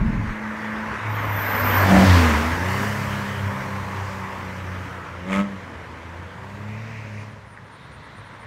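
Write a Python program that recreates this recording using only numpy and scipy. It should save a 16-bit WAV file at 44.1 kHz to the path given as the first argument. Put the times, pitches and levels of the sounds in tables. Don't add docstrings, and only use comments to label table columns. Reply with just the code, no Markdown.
import sys
import numpy as np
from scipy import signal
from scipy.fft import rfft, irfft, next_fast_len
from scipy.io import wavfile
from scipy.ndimage import uniform_filter1d, map_coordinates

SR = 44100
rng = np.random.default_rng(int(sys.argv[2]) if len(sys.argv) > 2 else 0)


def to_wav(sig):
    pcm = np.clip(np.atleast_2d(sig), -1, 1) * 32767
    pcm = np.round(pcm).astype(np.int16)
    wavfile.write(sys.argv[1], SR, pcm.T)


def to_linear_factor(level_db):
    exponent = np.asarray(level_db, float) / 20
    return 10 ** exponent


N = 373086

# [t/s, level/dB]
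WIND_BUFFETS = [
    [(0.0, -23.5), (0.12, -26), (0.23, -31), (0.34, -38), (0.41, -60)],
    [(1.9, -67), (1.964, -53), (2.016, -48), (2.062, -31), (2.3, -57)],
]
# [f/Hz, density/dB per Hz]
GUST_SPECTRUM = [(15, -19), (30, -1.5), (60, -6.5), (120, -8.5), (230, -10.5), (320, -23), (450, -35.5)]
# [t/s, f/Hz]
BANK_RATE = [(0, 106.3), (.5, 107.8), (.96, 108.4), (1.9, 95.03), (2.05, 95), (2.35, 73.74), (2.88, 104.5),
             (3.12, 100.5), (4.3, 95.4), (4.9, 90.16), (5.2, 87.15), (5.3, 95.5), (5.45, 100.7),
             (5.9, 79.6), (6.2, 87.14), (6.88, 112.3), (7.1, 104.6), (7.32, 105.2)]
BANK_RATE_AGAIN = [(7.6, 98.9), (8.46, 111.3)]
# [t/s, level/dB]
NEARNESS = [(0, -34.5), (.8, -30.5), (1.13, -28.5), (1.5, -25), (1.77, -20), (2.0, -20.5), (2.22, -20.5),
            (2.5, -25), (2.62, -27), (2.83, -26.5), (3.02, -28.5), (3.5, -32), (4.1, -34), (5.2, -37.5),
            (6.5, -39.5), (7.1, -41), (7.55, -45.5), (8.46, -41.5)]
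# [t/s, level/dB]
BANK_DRONE = [(0, -32.5), (.2, -35), (.45, -54), (.96, -46), (1.08, -31.5), (1.42, -25.5), (1.85, -18),
              (2.1, -11.5), (2.42, -26), (3.0, -31), (4.9, -37), (5.6, -44), (6.25, -39.5), (6.9, -36),
              (7.2, -33.5), (7.55, -53), (8.1, -53), (8.46, -47)]
# [t/s, level/dB, half length/s]
DRONE_SWINGS = [(.72, 8, 0.11), (2.087, 3.5, 0.059), (1.56, -13, 0.11), (3.258, -7, 0.032), (3.473, 9, .05),
                (3.598, -16, 0.085), (4.322, -7, 0.059), (5.047, -8, .06), (5.656, 4, 0.025),
                (5.992, -6, 0.085), (7.81, -15, 0.067), (3.92, 1, .04), (6.435, -9, 0.11), (7.02, -1, .04)]
# [start t/s, end t/s, firing line level/dB, fading/dB per s]
LOADS = [
    (0, 0.83, -34, -0.5),
    (2.706, 4.95, -30.5, 7),
    (6.504, 7.283, -43.5, 2),
]
# [start t/s, end t/s, firing line level/dB, bark level/dB, bark lag/s]
THROTTLE_BLIPS = [
    (1.931, 2.049, -16, -39, -0.0085),
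    (5.31, 5.405, -22.5, -29.5, 0.024),
]
# [f/Hz, width/Hz, level/dB]
THIRD_BOOM = (242, 38, 23.9)
# [multiple of the engine cycle, level/dB]
UPPER_LINES = [(12, -1.5), (16, -3), (18, -4), (13, -16), (14, -12), (20, -11.5)]
BARK_LINES = [(12, -15), (15, -2.5), (18, 2), (21, -22), (24, -20), (27, -4.5), (30, -6), (33, -1.5),
              (36, -5), (39, -2)]
# [f/Hz, width/Hz, level/dB]
PIPE_MODES = [(1150, 340, 3.5), (2210, 430, 5.5), (3380, 1100, -8.5), (6960, 2000, -17), (13000, 4000, -38)]
# [f/Hz, density/dB per Hz]
BODY_SPECTRUM = [(30, -45), (60, 2.5), (120, 2.5), (300, 1.5), (400, -11.5), (520, -3.5), (700, -2.5),
                 (1000, -17)]
TREAD_SPECTRUM = [(260, -26), (450, -6.5), (575, -7), (621, -8.5), (767, -12), (849, -3), (972, -1),
                  (1360, -5), (1680, -3.5), (2080, -5.5), (2730, -18.5), (3400, -31.5), (4420, -50),
                  (7480, -120)]
HISS_SPECTRUM = [(1530, -10), (2600, -1), (2980, 0), (4260, -9), (5760, -9.5), (8000, -19.5), (10400, -22),
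                 (17600, -120)]
AIR_SPECTRUM = [(4120, 0.5), (7000, -1), (8110, -2), (9800, -7), (11200, -6.5), (12600, -1.5),
                (14900, -9.5), (15750, -7)]
# [level when abreast/dB, growth with nearness, extra from behind/dB, extra under load/dB]
ROAD_LAYERS = [
    (-29, 1.183, 3.5, -0.5),
    (-21, 1.081, -0.38, -0.05),
    (-36.5, 1.26, 4, 0.5),
    (-50, 1.8, 9, 5.5),
]
# [f/Hz, density/dB per Hz]
FAR_SPECTRUM = [(20, -35), (60, -2), (130, 2), (400, -15), (1100, -19), (2500, -23), (8000, -38),
                (15700, -53)]
# [t/s, level/dB, centre f/Hz]
BRAKE_SQUEAL = [(1.06, -71, 13800), (1.124, -52, 13800), (1.234, -51.5, 13800), (1.42, -38.5, 13700),
                (1.432, -41, 13600), (1.454, -40, 13930), (1.784, -33.5, 13700), (1.92, -54, 13390)]
# [start t/s, end t/s, level/dB, f/Hz, width/Hz]
NOISE_SWELLS = [(3.16, 3.32, -50, 3008, 2070), (3.499, 4.404, -37, 1020, 260),
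                (4.05, 4.143, -52, 4990, 3500), (4.69, 5.097, -42, 1324, 300.2),
                (6.72, 7.2, -45.5, 2200, 610), (6.78, 7.247, -59.5, 5090, 2200),
                (1.634, 1.764, -34.5, 248, 25.04), (1.93, 2.012, -25, 750, 120),
                (2.072, 2.19, -33, 3700, 2200), (7.753, 8.46, -59.5, 3680, 804),
                (8.251, 8.459, -65, 947, 60)]
# [t/s, level/dB, f/Hz]
CRICKET_CHIRPS = [(7.125, -66, 9500), (7.1841, -59, 9190), (7.2908, -65, 9500), (7.4584, -64, 9480),
                  (7.5053, -58, 9150), (7.5494, -73, 9700), (7.6443, -66, 9380), (7.7188, -58, 9090),
                  (7.7894, -67, 9740), (7.8241, -64, 9480), (7.9197, -57, 9130), (8.027, -63, 9540),
                  (8.1604, -57, 9070), (8.2446, -61, 9540), (8.321, -65, 8820), (8.3958, -58, 9150)]
# [t/s, level/dB]
EXHAUST_POPS = [
    (7.568, -36),
    (7.5754, -27.5),
    (7.578, -38),
    (7.587, -36),
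]

PASS_S, TURN_S, CUT_S = 1.86, 0.05, 7.43
PULL_RISE, PULL_FALL = 85, 95.6
BLIP_RISE, BLIP_FALL, ECHO_S = 213, 360, 0.14


def unit(x):
    return x / np.sqrt(np.mean(x ** 2) + 1e-20)


def curves(rows, outside=None):
    s, *cols = np.transpose(rows)
    return [np.interp(np.arange(N) / SR, s, c, outside, outside) for c in cols]


def wobble(rate):
    return map_coordinates(rng.standard_normal(int(N * rate / SR) + 4), [np.arange(N) * rate / SR])


def filtered(x, response):
    m = next_fast_len(N + SR // 4)
    return irfft(rfft(x, m) * response(np.fft.rfftfreq(m, 1 / SR)), m)[:N]


def rush(spectrum, patchy_db):
    z = signal.stft(rng.standard_normal(N), nperseg=512)[2]
    field = uniform_filter1d(uniform_filter1d(rng.standard_normal(z.shape), 5, 0), 10, 1)
    noise = signal.istft(z * to_linear_factor(patchy_db * unit(field)), nperseg=512)[1][:N]
    f, db = np.transpose(spectrum)
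    return unit(filtered(noise, lambda hz: to_linear_factor(np.interp(np.log(hz + 1), np.log(f), db, -120, -120))))


def held(start, end, rise, fall):
    t = np.arange(N) / SR
    return -rise * np.maximum(start - t, 0) - fall * np.maximum(t - end, 0)


def rear():
    t = np.arange(N) / SR
    return (np.tanh((t - PASS_S) / TURN_S) - np.tanh((t - CUT_S) / TURN_S)) / 2


def blip(start, end, echo_db):
    stab = to_linear_factor(held(start, end, BLIP_RISE, BLIP_FALL))
    return stab + to_linear_factor(echo_db + held(end, end + ECHO_S, BLIP_RISE, BLIP_FALL))


def blips_open():
    return sum(to_linear_factor(held(a, b, BLIP_RISE, BLIP_FALL)) for a, b, *_ in THROTTLE_BLIPS)


def wind():
    gust_db, wake_db = (curves(rows, -120)[0] for rows in WIND_BUFFETS)
    lumps = to_linear_factor(1.5 * wobble(34.6))
    gust = unit(lumps * rush(GUST_SPECTRUM, patchy_db=3.0))
    wake = rush([(15, -7), (40, -2), (70, -17), (120, -40)], patchy_db=8.0)
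    return to_linear_factor(gust_db + 5.5) * gust + to_linear_factor(wake_db) * wake


def orders(cycle, table, drift, flutter_db):
    total = 0
    for k, db in table:
        gain = np.sqrt(2) * to_linear_factor(db + flutter_db * wobble(12))
        lag = -0.12 * k * np.log(k)
        total = total + gain * np.cos(2 * np.pi * k * cycle + drift * wobble(8) + lag)
    return total


def exhaust(cycle, bank_hz, near_db):
    t = np.arange(N) / SR
    pull = sum(to_linear_factor(db - fade * (t - a) + held(a, b, PULL_RISE, PULL_FALL)) for a, b, db, fade in LOADS)
    stab = sum(to_linear_factor(db) * blip(a, b, echo_db=-12) for a, b, db, _, _ in THROTTLE_BLIPS)
    echo_db = sum(db * np.exp(-((t - s) / w) ** 2) for s, db, w in DRONE_SWINGS)
    bank = to_linear_factor(curves(BANK_DRONE)[0] - 11 * blips_open() + echo_db)
    coast = to_linear_factor(0.69 * near_db)
    firing = pull + stab + to_linear_factor(-36) * coast
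    turn = to_linear_factor(-4.5) * pull * rear() + to_linear_factor(-35) * coast
    boom_hz, width_hz, boom_db = THIRD_BOOM
    boom = boom_db * np.exp(-((3 * bank_hz - boom_hz) / width_hz) ** 2)
    third = to_linear_factor(1.7 * near_db - 9.5 + boom) + to_linear_factor(-14) * stab
    third = third + to_linear_factor(-17) * pull * (1 - rear())
    # (multiple of the cycle, gain, flutter dB)
    lines = [(2, to_linear_factor(-11.0) * turn, 1.6), (3, bank, 1.86), (4, turn, 1.607), (6, firing, 2.1), (9, third, 1.16)]
    drone = sum(gain * orders(cycle, [(k, 0)], drift=0.13, flutter_db=flutter) for k, gain, flutter in lines)
    upper_gain = to_linear_factor(0.89 * near_db - 29.5 + 12 * rear())
    return drone + upper_gain * orders(cycle, UPPER_LINES, drift=0.29, flutter_db=2.5)


def pipe(f):
    total = 0
    for k, (c, w, db) in enumerate(PIPE_MODES):
        total = total + (-1) ** k * to_linear_factor(db) * 1j * f * w / (c * c - f * f + 1j * f * w)
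    return total


def throttle_bark(cycle, near_db):
    t = np.arange(N) / SR
    throttle = rasp = 0
    for a, b, _, db, lag in THROTTLE_BLIPS:
        opening = to_linear_factor(db) * blip(a + lag, b, echo_db=-18.5)
        throttle = throttle + opening
        rasp = rasp + to_linear_factor(-70 * np.abs(t - a - lag)) * opening
    bark = to_linear_factor(-6.5) * orders(cycle, BARK_LINES, drift=0.37, flutter_db=2.0)
    since_pulse = (3 * cycle) % 1
    puff = (np.exp(-since_pulse / 0.59) + 0.081) * rng.standard_normal(N)
    body = to_linear_factor(near_db + 2.5) * blips_open() * rush(BODY_SPECTRUM, patchy_db=1.5)
    return throttle * bark + to_linear_factor(2.0) * rasp * unit(filtered(puff, pipe)) + body


def engine():
    bank_hz = curves(BANK_RATE + BANK_RATE_AGAIN)[0]
    near_db = curves(NEARNESS)[0]
    cycle = np.cumsum(bank_hz / 3) / SR
    return exhaust(cycle, bank_hz, near_db) + throttle_bark(cycle, near_db)


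def road():
    near_db = curves(NEARNESS)[0] + 21
    load = sum(to_linear_factor(held(a, b, PULL_RISE, PULL_FALL)) for a, b, *_ in LOADS)
    body_db, tread_db, hiss_db, air_db = (db + grows * near_db + rear_db * rear() + load_db * load
                                          for db, grows, rear_db, load_db in ROAD_LAYERS)
    bumps = wobble(14)
    grit = to_linear_factor(0.75 * wobble(150))
    direct = (to_linear_factor(body_db) * rush(BODY_SPECTRUM, patchy_db=2.5)
              + to_linear_factor(tread_db + 0.17 * bumps) * unit(grit * rush(TREAD_SPECTRUM, patchy_db=0.93))
              + to_linear_factor(hiss_db + 0.5 * bumps) * unit(grit * rush(HISS_SPECTRUM, patchy_db=2.16))
              + to_linear_factor(air_db + 2 + 0.3 * bumps) * rush(AIR_SPECTRUM, patchy_db=0.1))
    lag_s = 0.00017 + 0.0025 * to_linear_factor(1.525 * uniform_filter1d(near_db, size=SR // 4))
    return direct + 0.12 * map_coordinates(direct, [np.arange(N) - SR * lag_s], order=3)


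def distance():
    return to_linear_factor(-47 + 2 * rear() + 0.66 * wobble(1.78)) * rush(FAR_SPECTRUM, patchy_db=0.2)


def brake():
    squeal_db = curves(BRAKE_SQUEAL, -120)[0]
    centre_hz = curves(BRAKE_SQUEAL)[1]
    phase = 2 * np.pi * np.cumsum(centre_hz) / SR
    core = wobble(500) * np.cos(phase) + wobble(500) * np.sin(phase)
    skirt = rush([(11500, -23), (12200, -10), (13200, 4), (14200, -8), (14800, -12), (15700, -28)], patchy_db=2.2)
    return to_linear_factor(squeal_db + 1.6 * wobble(58.4)) * (unit(core) + to_linear_factor(-2.5) * skirt)


def swells():
    total = 0
    for a, b, db, hz, width_hz in NOISE_SWELLS:
        band = filtered(rng.standard_normal(N), lambda f: np.exp(-((f - hz) / width_hz) ** 2))
        gain = to_linear_factor(db + held(a, b, rise=65, fall=107) + 0.96 * wobble(12))
        total = total + gain * unit(band)
    return total


def crickets():
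    out, t = np.zeros(N + SR), np.arange(int(.07 * SR)) / SR
    swell = np.sin(np.pi * t / t[-1]) ** 0.91
    strokes = np.abs(np.sin(np.pi * 130 * t)) ** 1.4
    for s, db, hz in CRICKET_CHIRPS:
        jitter = .1 * np.cumsum(rng.standard_normal(len(t)))
        tone = np.sin(2 * np.pi * hz * t + jitter)
        out[round((s - .012) * SR):][:len(t)] += to_linear_factor(db + 1.5) * swell * strokes * tone
    return out[:N]


def pop():
    out, t = np.zeros(N), np.arange(-200, 200) / SR
    crack = np.exp(-(t / 0.00065) ** 2) * np.sin(2 * np.pi * 1750 * t)
    for s, db in EXHAUST_POPS:
        out[round(s * SR) - 200:][:len(t)] += to_linear_factor(db) * crack
    return out


def scene():
    return (wind() + engine() + road() + distance() + brake() + swells() + crickets() + pop())[None]


def top_cut(x):
    return signal.sosfilt(signal.butter(12, 15710, fs=SR, output="sos"), x)


def record(dry):
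    mix = dry / (1 + np.abs(dry / 0.72) ** 6) ** (1 / 6)
    return top_cut(mix)


dry = scene()
out = record(dry)
to_wav(out)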